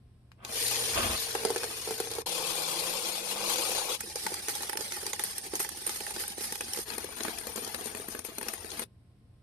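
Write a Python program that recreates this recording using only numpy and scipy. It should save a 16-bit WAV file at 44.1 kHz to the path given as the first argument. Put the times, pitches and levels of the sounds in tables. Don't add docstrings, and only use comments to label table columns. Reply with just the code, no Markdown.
import sys
import numpy as np
from scipy import signal
from scipy.fft import rfft, irfft
from scipy.io import wavfile
from scipy.ndimage import uniform_filter1d

SR = 44100
rng = np.random.default_rng(int(sys.argv[2]) if len(sys.argv) > 2 else 0)


def master(y):
    cut = np.clip(np.atleast_2d(y).T, -1, 1)
    pcm = np.round(cut * 32767)
    wavfile.write(sys.argv[1], SR, pcm.astype(np.int16))


N = 415422
TIME = np.arange(N) / SR

# (hz, density_db)
TICK_COLOUR = [(1500, -50), (3200, 4.5), (5500, 4), (7500, 0.5), (9300, 7.5), (10500, 8), (12500, -4.5),
               (14500, -37.5)]
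# (hz, density_db)
CLACK_COLOUR = [(400, -16), (690, -10), (830, 2), (1050, -7), (1300, 0), (1900, 0), (2700, -3), (4500, -16)]
# (hz, density_db)
THUD_COLOUR = [(80, -20.5), (170, -11), (205, -5), (260, -6), (370, 5.5), (470, 3), (620, -5),
               (1100, -13.5)]
# (hz, density_db)
CLINK_COLOUR = [(1500, -40.5), (2700, -6), (4000, 1.5), (6300, 5), (7500, -2), (10000, -18)]
# (hz, density_db)
SPARKLE_COLOUR = [(5000, -50), (7300, -10.5), (8300, 0), (9300, 9.5), (10300, -1), (12500, 5), (14500, -30)]

# (start_s, swell_s, end_s, fade_s)
ON_DISC = (0.41, 0.18, 2.222, 0.002)
IN_HOPPER = (2.258, 0.003, 3.98, 0.033)
IN_CHUTE = (3.97, 0.0065, 6.86, 0.045)
IN_BIN = (6.84, 0.035, 8.843, 0.0044)
# (start_s, swell_s, end_s, fade_s)
GRINDING = (0.895, 0.078, 1.204, 0.098)
HOPPER_PAN_DB, CHUTE_PAN_DB, BIN_PAN_DB = 8.5, -1, 16


def from_db(db):
    return 10 ** (np.asarray(db) / 20)


def rms_one(x):
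    return x / np.sqrt(np.mean(x ** 2) + 1e-20)


def in_time(rows):
    seconds, *columns = np.transpose(rows)
    return [np.interp(TIME, seconds, column) for column in columns]


def running(rows):
    lasting = 1. * (TIME > rows[0][0]) * (TIME < rows[-1][0])
    return uniform_filter1d(lasting, size=180)


def during(start_s, swell_s, end_s, fade_s):
    swell = np.clip((TIME - start_s) / max(swell_s, 1e-3), 0, 1) ** 2
    fade = np.clip((end_s - TIME) / max(fade_s, 1e-3), 0, 1)
    return swell * fade


def panned(pan_db):
    gains = from_db(np.array([[.5], [-.5]]) * pan_db)
    return gains / np.sqrt(np.mean(gains ** 2, axis=0))


def cut(x, hz, kind, order=2):
    return signal.sosfilt(signal.butter(order, hz, kind, fs=SR, output="sos"), x + 1e-18)


def convolve(x, response):
    return signal.oaconvolve(np.atleast_2d(x), np.atleast_2d(response), axes=1)[:, :N]


def colour(x, spectrum, size=4096):
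    hz, db = np.transpose(spectrum)
    grid = np.maximum(np.fft.rfftfreq(size, 1 / SR), 1)
    outside = np.minimum(grid / hz[0], 1) * np.minimum(hz[-1] / grid, 1)
    magnitude = from_db(np.interp(np.log(grid), np.log(hz), db)) * outside ** 2
    cepstrum = irfft(np.log(magnitude))
    response = irfft(np.exp(rfft(2 * cepstrum[:size // 2], size)))
    return convolve(x, response / np.linalg.norm(response))


def two_ears(pair, apart_hz=620):
    side = cut(pair[1], apart_hz, "high", order=1)
    mid = pair[0] + 0.42 * cut(pair[0], apart_hz, "low", order=1)
    return np.array([mid + side, mid - side]) / np.sqrt(2)


def dying_noise(t60, size=6000):
    tail = rng.standard_normal((2, size)) * from_db(-60 * TIME[:size] / t60)
    return tail / np.linalg.norm(tail, axis=1, keepdims=True)


def ring(clicks, hz, t60):
    radius = from_db(-60 / (t60 * SR))
    angle = 2 * np.pi * hz / SR
    poles = [1, -2 * radius * np.cos(angle), radius * radius]
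    return signal.lfilter([0, np.sin(angle)], poles, clicks + 1e-18)


def clicks_at(seconds, heights):
    out = np.zeros(N)
    out[np.clip(np.asarray(seconds) * SR, 0, N - 1).astype(int)] = heights
    return out


def contacts(per_s, spread_db):
    when, hardness, sign = rng.random((int(per_s * N / SR), 3)).T
    force = from_db(spread_db * np.minimum(-np.log(hardness), 4))
    return clicks_at(when * N / SR, np.sign(sign - .5) * force)


def jostle(per_s, spread_db, scatter_t60, clump_db, clump_hz, count=4):
    clumps = from_db(clump_db * rms_one(cut(rng.standard_normal(N), clump_hz, "low")))
    total = 0
    for _ in range(count):
        hits = contacts(per_s / count, spread_db) * clumps
        total = total + convolve(hits, dying_noise(scatter_t60, size=1500))
    return two_ears(rms_one(total))


def jingle(low_hz, high_hz, t60, per_s, spread_db, size=2600):
    out, t = np.zeros((2, N + 2 * size)), TIME[:size]
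    decay = from_db(-60 * t / t60)
    for when, a, b, hardness, place in rng.random((int(per_s * N / SR), 5)):
        hz = low_hz + (high_hz - low_hz) * (a + b) / 2
        force = from_db(spread_db * min(-np.log(hardness), 3))
        tone = force * decay * np.sin(2 * np.pi * hz * t)
        left, right = int(when * N) + 10, int(when * N + 20 * place)
        out[0, left:left + size] += np.sqrt(place) * tone
        out[1, right:right + size] += np.sqrt(1 - place) * tone
    return rms_one(out[:, :N])


def clashes(per_s, t60, spread_db, peaks_db, size=2048):
    rise_s, uneven = 0.002, 1.5
    out, t = np.zeros((2, N + size)), TIME[:size]
    shape = np.minimum(t / rise_s, 1) * from_db(-60 * t / t60)
    shape = shape * np.minimum(np.linspace(4, 0, size), 1)
    for k in range(int(per_s * N / SR)):
        start = min(int((k + rng.uniform(0, uneven)) * SR / per_s), N)
        peaks = rms_one(uniform_filter1d(rng.standard_normal(size // 2 + 1), size=8))
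        gains = from_db(peaks_db * np.minimum(peaks, 1.5))
        touch = rms_one(irfft(rfft(rng.standard_normal((2, size))) * gains))
        out[:, start:start + size] += from_db(spread_db * rng.standard_normal()) * shape * touch
    return two_ears(rms_one(out[:, :N]))


def speckled(patchy_db, size):
    ripple = rms_one(uniform_filter1d(rng.standard_normal(size // 2 + 1), size=50))
    return rms_one(irfft(rfft(rng.standard_normal((2, size))) * from_db(patchy_db * ripple)))


def bursts(seconds, level_db, pan_db, rise_s, t60, tail_db, tail_t60, patchy_db, hold_s=0, size=6000):
    out, t = np.zeros((2, N + size)), TIME[:size]
    decay = from_db(-60 * np.maximum(t - rise_s - hold_s, 0) / t60)
    chatter = from_db(tail_db - 60 * t / tail_t60)
    shape = np.minimum(t / rise_s, 1) ** 4 * (decay + chatter)
    for when, db, pan in zip(seconds, level_db, pan_db):
        start = int(when * SR)
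        noise = two_ears(speckled(patchy_db, size))
        out[:, start:start + size] += from_db(db) * panned(pan) * shape * noise
    return out[:, :N]


def stream(load, pan_db, spectrum, grains, ringing, rattle_db, boom_db, ring_db,
           cavity_hz, cavity_t60, cavity_db):
    levels = in_time(load)
    sound = colour(grains, spectrum)
    rattle = from_db(rattle_db) * rms_one(cut(sound, 2760, "high", order=3))
    rattle = rattle + from_db(ring_db) * ringing
    boom = from_db(boom_db) * rms_one(cut(sound, 1720, "low", order=3))
    cavity = [ring(contacts(900, 3.0), cavity_hz, cavity_t60) for _ in range(2)]
    hollow = from_db(cavity_db) * rms_one(two_ears(cavity))
    return rattle * from_db(levels[0]) * panned(pan_db) + (boom + hollow) * from_db(levels[-1])


def room_air():
    # (hz, density_db)
    air_colour = [(88, -28.5), (150, -4), (945, -29), (5420, -37), (6550, -49.5), (8550, -35),
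                  (14000, -48.5)]
    return from_db(-65.5) * rms_one(colour(two_ears(rng.standard_normal((2, N))), air_colour))


def motor_hum():
    # (hz, level_db)
    partials = [(119.5, -61.5), (698, -87), (1055, -88)]
    away_db = -10
    labouring = during(0.53, 0.11, 1.2, 0.28)
    added_db = 3
    hum = sum(from_db(db) * rms_one(np.sin(2 * np.pi * hz * TIME)) for hz, db in partials)
    nearness = 1 - (1 - from_db(away_db)) * during(IN_HOPPER[0], .01, IN_BIN[2], .01)
    return hum * nearness * (1 + from_db(added_db) * labouring)


def drive_rumble():
    # (hz, density_db)
    rumble_colour = [(15, -44.5), (25, -8.5), (81, 6), (124, -3.5), (145, -19), (175, -15.5), (230, -26),
                     (390, -120)]
    idle_db, disc_db, grind_db = -60.5, -73, -39
    hopper_db, bin_db = -13, 2
    noise = two_ears(rng.standard_normal((2, N)), apart_hz=378)
    rumble = rms_one(colour(noise, rumble_colour))
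    shaking = (from_db(idle_db) + from_db(disc_db) * during(*ON_DISC)) * rumble
    shaking = shaking * from_db(hopper_db * during(*IN_HOPPER) + bin_db * during(*IN_BIN))
    judder = from_db(grind_db) * during(*GRINDING) * cut(rumble, 45, "high")
    return shaking + judder


def motor_drone():
    # (start_s, pitch_hz, level_db)
    course = [(2.28, 176, -56.5), (2.456, 166.2, -57.5), (2.936, 171.7, -55), (3.008, 198, -62),
              (3.2, 201.7, -59), (3.45, 198.4, -51), (3.58, 209.9, -61), (3.76, 199.1, -62),
              (3.8, 200, -75)]
    pitch_hz, level_db = in_time(course)
    pitch_hz = pitch_hz * (1 + .03 * rms_one(cut(rng.standard_normal(N), 20, "low")))
    waver = from_db(1.3 * rms_one(cut(rng.standard_normal(N), 27, "low")))
    tone = rms_one(np.sin(2 * np.pi * np.cumsum(pitch_hz) / SR))
    return running(course) * from_db(level_db - 0.5) * waver * tone


def switch():
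    # (start_s, snap_db, clack_db, thud_db)
    presses = [(0.315, -56, -49, -64), (0.447, -31, -38, -42)]
    # (hz, density_db)
    snap_colour = [(1500, -9), (3500, 9), (6000, 4), (10000, -3.5), (14000, -2)]
    start_s, snap_db, clack_db, thud_db = np.transpose(presses)
    pan_db = np.full(len(start_s), 4.)

    def hit(level_db):
        return bursts(start_s, level_db, pan_db, rise_s=0.0025, t60=0.018,
                      tail_db=-20, tail_t60=0.2, patchy_db=2.0)

    snap = colour(hit(snap_db), snap_colour)
    clack = colour(hit(clack_db), CLACK_COLOUR)
    return snap + clack + colour(hit(thud_db), THUD_COLOUR)


def grinding():
    # (hz, density_db)
    grind_colour = [(88, -32.5), (150, -12.5), (239, 1.5), (277, -9.5), (339, -3), (710, -5), (1030, -9.5),
                    (1310, -4.5), (1840, -13.5), (2360, -8), (3000, -10.5), (3900, -16), (6600, -120)]
    starting = during(0.35, 0.12, 0.556, 0.051)
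    collisions = jostle(per_s=810, spread_db=0.5, scatter_t60=0.026, clump_db=2.0, clump_hz=80, count=2)
    slips = rms_one(colour(collisions, grind_colour))
    growl = starting * from_db(-44) * cut(slips, 2200, "low")
    return growl + during(*GRINDING) * from_db(-31.5) * slips


def knocks():
    # (start_s, peak_db, tick_db, clack_db)
    kicks = [(1.35, -22.5, -7, -3), (1.449, -17, -4, -21), (1.502, -20.5, -7, -29),
             (1.559, -23.5, -4, -7.5), (1.578, -41, 11, -11), (1.631, -33.5, 5, -2), (1.639, -29.5, 0, -6),
             (1.873, -28.5, -3, -21), (1.887, -29.5, -6, -21), (1.907, -23.5, -4.5, -29),
             (2, -24, -2.5, -14), (2.07, -36, -2, -7), (2.113, -32.5, 2.5, -22), (2.135, -44, 12, -10),
             (2.15, -38.5, 9, -13), (2.183, -26.5, -5.5, -27)]
    # (hz, level_db, t60_s)
    casing_modes = [(396.4, -3.5, 0.1), (442.4, -4, 0.12), (466.6, -7.5, 0.14), (576, -11, 0.031),
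                    (745, -7, 0.044), (832, -23, 0.14), (1330, -18, 0.048), (1610, -27, 0.12)]
    start_s, peak_db, tick_db, clack_db = np.transpose(kicks)
    count = len(start_s)

    def wall():
        total = 0
        for hz, db, t60 in casing_modes:
            heights = from_db(peak_db + db + 2 * rng.standard_normal(count))
            total = total + ring(clicks_at(start_s + 0.00117, heights), hz, t60)
        return total

    body = cut(np.array([wall(), wall()]), 422, "high", order=3)
    tick = bursts(start_s, peak_db + tick_db, np.ones(count), rise_s=.0015, t60=.03,
                  tail_db=-20, tail_t60=.1, patchy_db=3)
    clack = bursts(start_s, peak_db + clack_db, np.zeros(count), rise_s=.002, t60=.03,
                   tail_db=-20, tail_t60=.1, patchy_db=3)
    chatter = bursts(start_s, peak_db - 10, np.zeros(count), rise_s=0.0041, t60=0.03,
                     tail_db=-15, tail_t60=0.14, patchy_db=2)
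    metal = from_db(-1.0) * colour(tick, TICK_COLOUR) + colour(clack, CLACK_COLOUR)
    return from_db(-0.9) * body + metal + colour(chatter, THUD_COLOUR)


def tosses():
    # (start_s, peak_db)
    leaps = [(2.261, -22), (2.314, -17.5), (2.469, -16.5), (2.629, -39), (2.698, -19), (2.786, -15.5),
             (2.877, -21), (2.968, -19), (3.152, -21), (3.246, -20), (3.281, -25), (3.309, -19),
             (3.663, -27), (3.781, -15.5)]
    start_s, peak_db = np.transpose(leaps)
    slap = bursts(start_s, peak_db - 17, np.full(len(start_s), HOPPER_PAN_DB), rise_s=0.0018,
                  t60=0.23, tail_db=-19, tail_t60=0.31, patchy_db=6.0)
    return colour(slap, TICK_COLOUR) + from_db(-12.0) * colour(slap, CLACK_COLOUR)


def skids(clash):
    # (start_s, length_s, level_db)
    slides = [(4.176, 0.15, -46), (4.492, .035, -36), (4.555, 0.033, -39.5), (4.617, 0.034, -39.5),
              (4.8, 0.067, -44), (5.247, 0.093, -43), (5.552, 0.027, -36), (5.59, 0.073, -33.5),
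              (5.874, 0.15, -42.5), (5.954, 0.027, -45), (6.192, 0.057, -39), (6.404, 0.088, -38),
              (6.754, 0.1, -40), (7.163, 0.057, -48), (7.562, 0.022, -41), (7.837, 0.066, -41.5),
              (7.965, 0.03, -43), (8.098, 0.05, -43), (8.24, 0.044, -42), (8.518, .055, -49)]
    swell_s = 0.0059
    sliding = sum(from_db(db) * during(s, swell_s, s + length, length / 2) for s, length, db in slides)
    scrape = jostle(per_s=3000, spread_db=0.5, scatter_t60=0.012, clump_db=-2.0, clump_hz=90, count=2)
    sound = from_db(-7.0) * rms_one(colour(scrape + clash, CLINK_COLOUR))
    sound = sound + from_db(1.5) * colour(scrape, SPARKLE_COLOUR)
    sound = sound + from_db(-10) * colour(scrape, CLACK_COLOUR)
    place = np.where(TIME < IN_BIN[0], panned(CHUTE_PAN_DB), panned(BIN_PAN_DB))
    return sliding * sound * place


def chimes():
    # (start_s, peak_db)
    bounces = [(6.201, -62), (6.6059, -61), (6.7353, -56), (7.231, -61), (7.4679, -67), (7.5592, -66),
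               (7.944, -71), (8.0805, -60), (8.19, -70)]
    # (hz, level_db, t60_s)
    coin_modes = [(9450, 4, 0.2), (10313, -3, .5), (10500, -6, .4), (11062, 0, 0.6), (11343, -6, .45),
                  (11484, -6, 0.45), (12563, -1, 0.6)]
    start_s, peak_db = np.transpose(bounces)

    def side():
        total = 0
        for hz, db, t60 in coin_modes:
            heights = from_db(peak_db + db + 2 * rng.standard_normal(len(start_s)))
            total = total + ring(clicks_at(start_s, heights), hz, t60)
        return total

    return from_db(5.5) * np.array([side(), side()]) * panned(2.5)


def lulls():
    # (start_s of the deepest point, depth_db)
    gaps = [(3.982, -7), (4.143, -8), (4.42, -4), (4.715, -5.5), (4.757, -20.5), (4.786, -2.5), (5.12, -5),
            (5.18, -8), (5.415, -6.5), (5.5, -9.5), (6.035, -1.5), (6.13, -4.5), (6.349, -9.5),
            (6.595, -4.5), (7.225, -1.5), (7.545, -4), (7.938, -3), (8.068, -3), (8.238, -7), (8.4, -11.5),
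            (8.603, -6)]
    width_s = .014
    return from_db(sum(db * np.exp(-((TIME - s) / width_s) ** 2) for s, db in gaps))


def coins_on_disc(swirl, sliding):
    # (start_s, rattle_db, boom_db)
    load = [(0.7, -32, -43), (0.782, -33, -40), (0.992, -34.5, -40), (1.176, -35, -48), (1.446, -41.5, -40),
            (1.852, -40.5, -48.5), (2.2, -44.5, -45)]
    # (hz, density_db)
    spectrum = [(130, -34), (190, -0.5), (396, 5.5), (447, -3.5), (523, 3.5), (702, 5.5), (765, 4),
                (1480, -1.5), (2810, -4.5), (3220, -6.5), (4720, -8), (7660, -9.5), (9270, -15),
                (11800, -5), (13800, -17.5)]
    return during(*ON_DISC) * stream(
        load, 4, spectrum, swirl, sliding, rattle_db=1.0, boom_db=-2.4, ring_db=-3.5,
        cavity_hz=459, cavity_t60=0.078, cavity_db=-4.0)


def coins_in_hopper(swirl, sliding):
    # (start_s, rattle_db, boom_db)
    load = [(2.28, -36.5, -40), (2.992, -36.5, -41), (3.004, -38, -44), (3.066, -35, -41.5),
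            (3.268, -42, -43.5), (3.31, -34.5, -41.5), (3.366, -40.5, -40), (3.5, -33, -37.5),
            (3.778, -34.5, -40), (3.786, -33.5, -36), (3.804, -39, -42.5), (3.878, -37.5, -40.5),
            (3.898, -34, -35.5), (3.94, -35.5, -43)]
    # (hz, density_db)
    spectrum = [(150, -37), (260, -30), (334, 1), (421, -13), (473, 2), (627, -3), (753, 2), (1420, -7),
                (1820, -14.5), (2370, -5.5), (3420, -7.5), (5000, -11.5), (7220, -11.5), (9260, -10.5),
                (12700, -10.5), (13800, -19)]
    return during(*IN_HOPPER) * stream(
        load, HOPPER_PAN_DB, spectrum, swirl, sliding, rattle_db=2.0, boom_db=-0.24, ring_db=-6.5,
        cavity_hz=492, cavity_t60=0.029, cavity_db=-5.0)


def coins_in_chute(tumble, falling):
    # (start_s, level_db)
    flow = [(4.0, -45.5), (4.2, -43.5), (4.37, -42), (5.24, -42.5), (5.35, -44), (5.48, -44.5),
            (5.61, -45.5), (5.97, -44.5), (6.08, -41.5), (6.17, -43), (6.82, -44.5)]
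    # (hz, density_db)
    spectrum = [(110, -44.5), (180, -4), (294, -7.5), (372, -2.5), (677, -11.5), (825, -5), (992, -16),
                (1870, -6), (3600, -6), (5990, -3.5), (6560, -8.5), (9260, 0.5), (10300, -5), (12400, -2.5),
                (13800, -25.5)]
    return during(*IN_CHUTE) * stream(
        flow, CHUTE_PAN_DB, spectrum, tumble, falling, rattle_db=1.5, boom_db=-5.5, ring_db=-5.0,
        cavity_hz=816, cavity_t60=0.029, cavity_db=-16)


def coins_in_bin(tumble, falling):
    # (start_s, level_db)
    flow = [(6.89, -39.5), (7.12, -45), (7.29, -39), (7.43, -43.5), (7.53, -42.5), (7.7, -41.5),
            (8.15, -46.5), (8.22, -51), (8.28, -46.5), (8.34, -50), (8.4, -42.5), (8.62, -47), (8.81, -40)]
    # (hz, density_db)
    spectrum = [(110, -53), (180, -14.5), (393, -9.5), (507, -11), (565, -26), (630, -10), (1070, -17),
                (1770, -14), (3870, -3.5), (5990, 0), (8000, -2.5), (9260, -12), (10300, 1), (12800, 5),
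                (13800, -15)]
    return during(*IN_BIN) * stream(
        flow, BIN_PAN_DB, spectrum, tumble, falling, rattle_db=-4.5, boom_db=-2.5, ring_db=-3.5,
        cavity_hz=442, cavity_t60=0.053, cavity_db=-18.5)


def strikes():
    # (start_s, clink_db, sparkle_db, clack_db, thud_db, pan_db)
    falls = [(4.003, -37, -29.5, -35, -55, -3), (4.154, -33, -32.5, -40, -33, -3),
             (4.262, -29, -29, -28, -37.5, 0), (4.317, -45, -43, -46, -35, -4),
             (4.338, -32, -30, -42, -43, -3), (4.481, -30, -26, -32, -35, -1),
             (4.489, -31.5, -35, -37, -41, -8), (4.549, -31, -32, -43, -46, -3),
             (4.604, -51, -45, -41, -34, -1), (4.628, -38, -40, -38, -46, -5),
             (4.692, -37, -31, -31.5, -41, -7), (4.751, -55, -45, -40, -37, -7),
             (4.727, -42, -32, -34, -42, -2), (4.769, -30.5, -31, -31.5, -40, -2),
             (4.787, -55, -50, -47, -38, -3), (4.805, -32, -44, -37.5, -37.5, -11),
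             (4.918, -34, -33, -34, -40, -4), (4.964, -50, -40, -40, -44, -7),
             (5.027, -45, -46, -43, -36.5, -7), (5.062, -28.5, -30, -38.5, -48, -1),
             (5.129, -31.5, -29, -32, -40, -3), (5.191, -30, -28.5, -30.5, -41, -5),
             (5.234, -37, -22.5, -38, -46, 0), (5.378, -35.5, -27, -41, -55, -2),
             (5.533, -40, -38, -38.5, -31, -2), (5.551, -29.5, -29, -40, -38, -2),
             (5.598, -32.5, -28, -33.5, -33.5, -5), (5.644, -36, -41, -36, -44, -10),
             (5.687, -37, -30, -37, -58, -10), (5.862, -33, -29, -39, -37, -10),
             (5.871, -38, -29.5, -36, -41, 3), (5.89, -34, -37, -37, -41, -4),
             (5.956, -35, -38, -52, -50, -1), (6.002, -40, -37, -38.5, -41, -10),
             (6.063, -45, -33, -36, -55, -9), (6.104, -46, -34, -39, -59.5, -4),
             (6.16, -36.5, -44, -36.5, -35, -9), (6.2, -48, -41, -39, -44, -12),
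             (6.218, -47, -33, -54, -47, -4), (6.234, -42, -40, -36, -49, -7),
             (6.276, -51, -30.5, -49, -63, -2), (6.378, -47, -39, -47, -38, -6),
             (6.406, -37, -40, -39, -39, -18), (6.52, -33, -29, -36, -38, -4),
             (6.552, -34.5, -32, -38, -46.0, -7), (6.605, -36, -32, -31, -35, -3),
             (6.731, -29.5, -29, -42, -49, -1), (6.743, -46, -37, -39, -55, -5),
             (6.77, -39, -40, -35, -35, -15), (6.785, -35, -38, -44, -36, -4),
             (6.899, -35, -52, -35, -54, 16), (6.935, -41, -49, -43, -39.5, 17),
             (6.978, -36, -28, -37, -38, 11), (7.04, -43, -33, -43, -40.5, 9),
             (7.086, -56, -48, -53, -44, 6), (7.203, -35.5, -49, -35.5, -34, 2),
             (7.23, -31.5, -33, -44, -51, 18), (7.247, -50, -39, -29.5, -30, 6),
             (7.279, -44, -42, -32.5, -33, -8), (7.382, -34, -32, -44, -52, 13),
             (7.466, -39.0, -30.5, -40, -38, 13), (7.556, -32, -29.5, -44, -34, 14),
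             (7.575, -37, -38, -38, -34, 2), (7.644, -34.5, -33, -54, -44, 12),
             (7.618, -50, -53, -50, -40.5, 6), (7.673, -37.5, -36, -52, -40.5, 5),
             (7.742, -33, -32, -31.5, -34, 13), (7.807, -38, -41, -44, -41, 0),
             (7.855, -40, -37, -42, -34, 8), (7.868, -45, -38, -52, -41.5, 8),
             (7.911, -52, -42, -52, -42, 9), (7.946, -41, -35, -40, -33.5, 10),
             (7.968, -55, -39, -46, -44, 4), (7.995, -54, -36, -49, -42, 8),
             (8.081, -50, -31, -40, -33, 12), (8.146, -53, -36, -38, -35.5, 8),
             (8.188, -39, -34, -40, -41, 8), (8.246, -56, -34, -43, -45, 14),
             (8.284, -63, -48, -47, -43, 6), (8.38, -37, -28.5, -38, -35, 11),
             (8.409, -51, -38, -39, -36, 10), (8.425, -50, -33, -37, -44, 16),
             (8.462, -57, -50, -44, -38, 6), (8.481, -34, -30.5, -32, -36, 8),
             (8.533, -50, -32, -38, -42, 2), (8.643, -47, -42, -46, -41, 9), (8.7, -35.5, -56, -51, -67, 9),
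             (8.714, -35.5, -56, -47, -61, 9), (8.791, -35, -29, -35, -37.5, 8),
             (8.817, -57, -43, -44, -35.5, 1)]
    # (hz, level_db, t60_s)
    floor_modes = [(223, -3, 0.063), (239, -6, 0.056), (447, -13, 0.07), (635, -11, 0.06)]
    # (hz, t60_s)
    tube_modes = [(800, .042), (850, .042)]
    start_s, clink_db, sparkle_db, clack_db, thud_db, pan_db = np.transpose(falls)
    hit = dict(rise_s=.0033, hold_s=.0017, t60=.018)
    sparkle = bursts(start_s, sparkle_db - 1, pan_db, tail_db=-20, tail_t60=.12, patchy_db=3, **hit)
    clink = bursts(start_s, clink_db, pan_db, tail_db=-25, tail_t60=.12, patchy_db=6, **hit)
    clack = bursts(start_s, clack_db, pan_db / 2, tail_db=-23, tail_t60=0.11, patchy_db=2.5, **hit)
    thud = bursts(start_s, thud_db + .5, 0 * pan_db, rise_s=0.0016, t60=0.042,
                  tail_db=-16, tail_t60=0.092, patchy_db=2.5)
    tube = sum((-1) ** k * ring(clack, hz, t60) for k, (hz, t60) in enumerate(tube_modes))
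    tube = from_db(-23.5) * during(*IN_CHUTE) * tube
    floor = 0
    for hz, db, t60 in floor_modes:
        floor = floor + ring(clicks_at(start_s + 0.00233, from_db(thud_db + db)), hz, t60)
    floor = cut(during(*IN_BIN) * floor, 245, "high")
    bright = colour(sparkle, SPARKLE_COLOUR) + colour(clink, CLINK_COLOUR)
    dull = colour(clack, CLACK_COLOUR) + colour(thud, THUD_COLOUR)
    return bright + dull + tube + floor


def scene():
    churn = clashes(per_s=130, t60=0.11, spread_db=3, peaks_db=8)
    clash = clashes(per_s=70, t60=0.16, spread_db=2.2, peaks_db=9)
    chinks = jingle(low_hz=1404, high_hz=7810, t60=.075, per_s=600, spread_db=2.0)
    packed = jostle(per_s=700, spread_db=3.0, scatter_t60=0.008, clump_db=1.0, clump_hz=45)
    loose = jostle(per_s=900, spread_db=2.0, scatter_t60=0.03, clump_db=1.5, clump_hz=30)
    swirl = from_db(-5) * chinks + from_db(-4) * packed + churn
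    tumble = lulls() * (from_db(-6) * loose + clash + from_db(-6) * chinks)
    sliding = jingle(low_hz=8510, high_hz=9960, t60=0.11, per_s=360, spread_db=-1.0)
    falling = jingle(low_hz=8850, high_hz=9750, t60=0.14, per_s=220, spread_db=2.0)

    coins = switch() + grinding() + knocks() + tosses() + skids(clash) + chimes()
    coins += coins_on_disc(swirl, sliding) + coins_in_hopper(swirl, sliding)
    coins += coins_in_chute(tumble, falling) + coins_in_bin(tumble, falling)
    coins += strikes()
    room = from_db(-9.0) * convolve(coins, dying_noise(t60=0.069))
    drive = motor_hum() + drive_rumble() + motor_drone()
    return coins + room + room_air() + drive


def record(dry):
    rounded = .3 * np.tanh(dry / .3)
    steep = signal.ellip(8, .3, 70, 13700, fs=SR, output="sos")
    return signal.sosfilt(steep, rounded)


dry = scene()
out = record(dry)
master(out)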